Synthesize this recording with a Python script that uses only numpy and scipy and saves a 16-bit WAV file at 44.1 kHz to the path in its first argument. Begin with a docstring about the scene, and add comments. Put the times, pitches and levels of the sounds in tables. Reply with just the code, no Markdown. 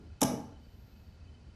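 """A faint stir of cushions, then one clack: a recliner's footrest folds shut in a quiet, carpeted room.
The catch scrapes, the steel linkage snaps and rattles for a moment and knocks the wooden frame,
and the bare walls answer. The chair settles with a low rumble as it rocks and a trace of hiss
as its upholstery slides, over a low room tone with a faint whine."""
import sys
import numpy as np
from scipy import signal
from scipy.fft import irfft
from scipy.io import wavfile

SR = 44100
rng = np.random.default_rng(int(sys.argv[2]) if len(sys.argv) > 2 else 0)


def dump_mix(stems):
    """Bounce the given channels to the path in sys.argv[1] as a 16-bit WAV at rate SR."""
    frames = np.atleast_2d(stems).T  # one column per channel
    limited = np.clip(frames, -1, 1)  # hard clip at full scale
    pcm = np.round(limited * 32767).astype(np.int16)
    wavfile.write(sys.argv[1], SR, pcm)


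N = 68355
T = np.arange(N) / SR

# the catch scraping just before the snap: (time [s], length [s], level [dB])
CATCH_SCRAPES = [(.2065, 0.0071, -43), (.2138, 0.0024, -32)]
# steel-on-steel hits: (time [s], level [dB], brightness tilt [dB/octave], crack t60 [s])
STEEL_HITS = [(.2159, -21.5, -3, 0.011), (.2170, -17.5, 1, .009), (0.2181, -26.5, -1, .011),
              (0.2259, -39, -1, 0.0068), (0.2292, -21, -2.5, 0.018), (0.2318, -22, -0.5, 0.022),
              (0.2355, -25, -0.5, 0.011)]
# tone colour of steel contact: (frequency [Hz], relative level [dB])
STEEL_COLOUR = [(60, -26.5), (500, -7), (1200, -9.5), (1900, -15.5), (3300, -5), (4300, -18), (5700, -0.5),
                (7000, -3.5), (7900, -5.5), (9800, -6.5), (12000, -2), (12800, -21), (14000, -10.5)]
# ring of the links: (frequency [Hz], relative level [dB], t60 [s])
LINK_MODES = [(3234, -10, 0.017), (3638, -15, 0.011), (5540, -13, .03), (5890, -17, .04),
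              (6900, -6.5, 0.016), (8060, -15, .025), (9710, -15.5, .04), (11500, -13, .02)]


def linkage():
    """The catch scrapes, then each steel hit cracks and sets the links ringing: (cracks, rings)."""
    cracks = noise(STEEL_COLOUR) * swells(CATCH_SCRAPES)
    rings = np.zeros(N)
    for start, level_db, tilt_db, crack_t60 in STEEL_HITS:
        strike = amp(level_db) * attack(seconds=0.0006)
        # each hit loads the links a little differently
        detunes = 1 + 0.016 * rng.uniform(-1.079, 1, len(LINK_MODES))
        ring = sum(mode(hz * detune, db, t60) for (hz, db, t60), detune in zip(LINK_MODES, detunes))
        add(cracks, start, strike * noise(STEEL_COLOUR, tilt_db) * fade(crack_t60))
        add(rings, start, strike * ring)
    return cracks, rings


# knocks on the frame: (time [s], level [dB], centre of the modes reached [Hz], spread [octaves])
FRAME_KNOCKS = [(0.2171, -28, 560, 2.4), (.2217, -15, 330, 0.5), (.2272, -25.5, 838, 0.19),
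                (0.2341, -24.5, 520, 0.97), (0.2453, -22, 135, 0.45)]
# woody body of the clack: (frequency [Hz], relative level [dB], t60 [s])
FRAME_MODES = [(139, -5.5, 0.1404), (180.5, 0, .07), (211, -4, 0.16), (247.8, -8.5, 0.21),
               (274.3, -2.5, 0.18), (395.7, -13, .11), (451.8, -5, 0.1013), (652.7, -9.5, 0.12),
               (827, 5.5, 0.066), (912, -6.5, .06), (1040, -15.5, .07), (1240, -15.5, 0.051)]
# dull crunch of the padded frame: (frequency [Hz], relative level [dB])
CRUNCH_COLOUR = [(40, -45), (120, -17), (260, -6.5), (500, 0.5), (950, -0.5), (1500, -18), (3000, -24),
                 (8000, -65.5)]


def wooden_frame():
    """Each knock lands on another part of the frame and favours its own range of modes."""
    out = np.zeros(N)
    for start, level_db, centre_hz, octaves in FRAME_KNOCKS:
        strike = amp(level_db) * attack(seconds=0.0029)
        body = sum(mode(hz, db, t60) / (1 + (np.log2(hz / centre_hz) / octaves) ** 2)
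                   for hz, db, t60 in FRAME_MODES)
        crunch = amp(-13) * noise(CRUNCH_COLOUR) * fade(t60=0.091)
        add(out, start, strike * (body + crunch))
    low_cut = signal.butter(2, 70.1, "highpass", fs=SR, output="sos")  # the knocks carry little below 70 Hz
    return signal.sosfilt(low_cut, out)


# reverb tail: (frequency [Hz], level [dB], t60 [s], build-up [s])
REVERB_BANDS = [(60, -7.5, 1, 0.03425), (150, -1.5, .62, .08), (290, -1, 0.65, 0.053),
                (500, -2, 0.57, 0.025), (820, -5, .6, 0.037), (1500, -2, 0.63, 0.0076),
                (3200, -5, 0.39, .012), (4600, -4, 0.38, 0.004), (5800, -3.5, .44, .012),
                (7330, -10.5, 0.43, .012), (9800, -8.5, 0.35, 0.014), (13000, -8, 0.39, 0.014)]
# slaps off the far walls: (delay [s], level [dB])
WALL_ECHOES = [(.092, -8), (0.109, -18), (0.155, -19)]


def room_reverb(send):
    """The walls return a diffuse tail, slow in the bass and short in the treble, and dull echoes."""
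    hz, t, grains = signal.stft(rng.choice([-1., 1.], N), SR, nperseg=512)
    gain = amp(read(REVERB_BANDS, hz))[:, None]
    t60 = read(REVERB_BANDS, hz, column=2)[:, None]
    build_up = read(REVERB_BANDS, hz, column=3)[:, None]
    envelope = np.minimum(t / build_up, 1) * fade(t60, t)
    energy_trim = np.sqrt(2 * np.log(1000) / (t60 * SR))  # offsets the energy of a longer decay
    tail = signal.istft(grains * envelope * energy_trim * gain, SR, nperseg=512)[1][:N]
    out = np.zeros(N)
    add(out, 0.0087, signal.fftconvolve(send, tail))  # pre-delay
    dull = signal.sosfilt(signal.butter(2, 565, "lowpass", fs=SR, output="sos"), send)
    for delay, db in WALL_ECHOES:
        add(out, delay, amp(db) * dull)
    return out


# the chair's moves, the cushions' as the footrest swings in: (time [s], length [s], level [dB])
CHAIR_ROCKS = [(.03, 0.13, -50), (.54, 0.12, -49.5), (1.07, 0.032, -46.5), (1.18, 0.18, -48.5),
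               (1.46, 0.043, -44)]
CUSHION_SHIFTS = [(-0.11, 0.22, -54.5)]
FABRIC_SLIDES = [(.55, .65, -73.5)]
# their deep rumble, muffled rustle and thin hiss: (frequency [Hz], relative level [dB])
RUMBLE_COLOUR = [(20, -51), (50, -12), (75, 12), (110, -19.5), (260, -18), (500, -37), (1500, -47),
                 (6000, -68)]
CUSHION_COLOUR = [(60, -5), (200, -4.5), (330, 1), (500, -11), (1200, -35), (6000, -50)]
FABRIC_COLOUR = [(200, -52), (8000, -68), (11300, -22.5), (12500, -12.5), (14000, -15)]


def chair_movement():
    """The chair rocks on the carpet, its cushions shift and its cover slides."""
    rumble = noise(RUMBLE_COLOUR) * swells(CHAIR_ROCKS)
    rustle = noise(CUSHION_COLOUR) * swells(CUSHION_SHIFTS)
    hiss = noise(FABRIC_COLOUR) * swells(FABRIC_SLIDES)
    return rumble + rustle + hiss


# bed of room air: (frequency [Hz], relative level [dB])
AIR_COLOUR = [(15, -41.5), (25, -7.5), (81, 1), (156, -11), (235, -11), (281, -20), (327, -19.5),
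              (979, -29), (1200, -34.5), (1360, -32), (2780, -36.5), (3000, -34.5), (3240, -39),
              (4630, -35.5), (11000, -55.5), (14300, -82), (22000, -120)]
# thin whines above it: (frequency [Hz], level [dB])
WHINES = [(1405, -81.5), (2580, -82.5), (3036, -80.5), (4097, -87.5), (4590, -82.5)]


def room_tone():
    """Low steady air with a few faint, fuzzy whines that waver in level."""
    out = amp(-54.5) * noise(AIR_COLOUR)
    for hz, db in WHINES:
        fuzz = drift(hz=28)
        waver = amp(2 * drift(hz=3))
        out += amp(db) * unit(fuzz * waver * np.sin(2 * np.pi * hz * T))
    return out


def amp(db):
    """Decibels to gain."""
    return 10 ** (np.asarray(db) / 20)


def unit(x):
    """Scales to rms 1."""
    return x / np.sqrt(np.mean(x ** 2) + 1e-20)


def read(table, hz, column=1):
    """Reads one column of a table along log frequency."""
    rows = np.array(table)
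    return np.interp(np.log(hz + 1), np.log(rows[:, 0] + 1), rows[:, column])


def add(mix, start, sound):
    """Mixes a sound in at a start time in seconds."""
    part = mix[max(round(start * SR), 0):][:len(sound)]
    part += sound[:len(part)]


def noise(colour, tilt_db=0):
    """Noise of rms 1 with a given spectrum, tilted per octave."""
    hz = np.fft.rfftfreq(N, 1 / SR)
    phase = np.exp(2j * np.pi * rng.random(len(hz)))
    spectrum_db = read(colour, hz) + tilt_db * np.log2(hz + 20)
    return unit(irfft(phase * amp(spectrum_db), N))


def drift(hz):
    """Random modulation of rms 1 that rolls off above a given rate."""
    return noise([(0, 0), (hz, 0), (2 * hz, -20), (10 * hz, -100)])


def attack(seconds):
    """Linear ramp up to full level."""
    return np.minimum(T / seconds, 1)


def fade(t60, t=T):
    """Exponential decay by 60 dB in t60 seconds."""
    return np.exp(-np.log(1000) * t / t60)


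def mode(hz, db, t60):
    """One struck resonance: a decaying sine."""
    return amp(db) * fade(t60) * np.sin(2 * np.pi * hz * T)


def swells(rows):
    """One smooth rise and fall for each row."""
    return sum(amp(db) * np.sin(np.pi * np.clip((T - start) / length, 0, 1))
               for start, length, db in rows)


def scene():
    """The clack and its reverb over the quiet background, in mono."""
    cracks, rings = linkage()
    clack = cracks + wooden_frame()
    reverb = room_reverb(clack + amp(-10.5) * rings)  # less of the links' ring reaches the room
    return (clack + rings + reverb + chair_movement() + room_tone())[None]


def record(dry):
    """A steep high cut takes off the very top."""
    high_cut = signal.firwin(511, 14150, window=("kaiser", 9), fs=SR)
    return signal.oaconvolve(dry, high_cut[None], "same")


dry = scene()
out = record(dry)
dump_mix(out)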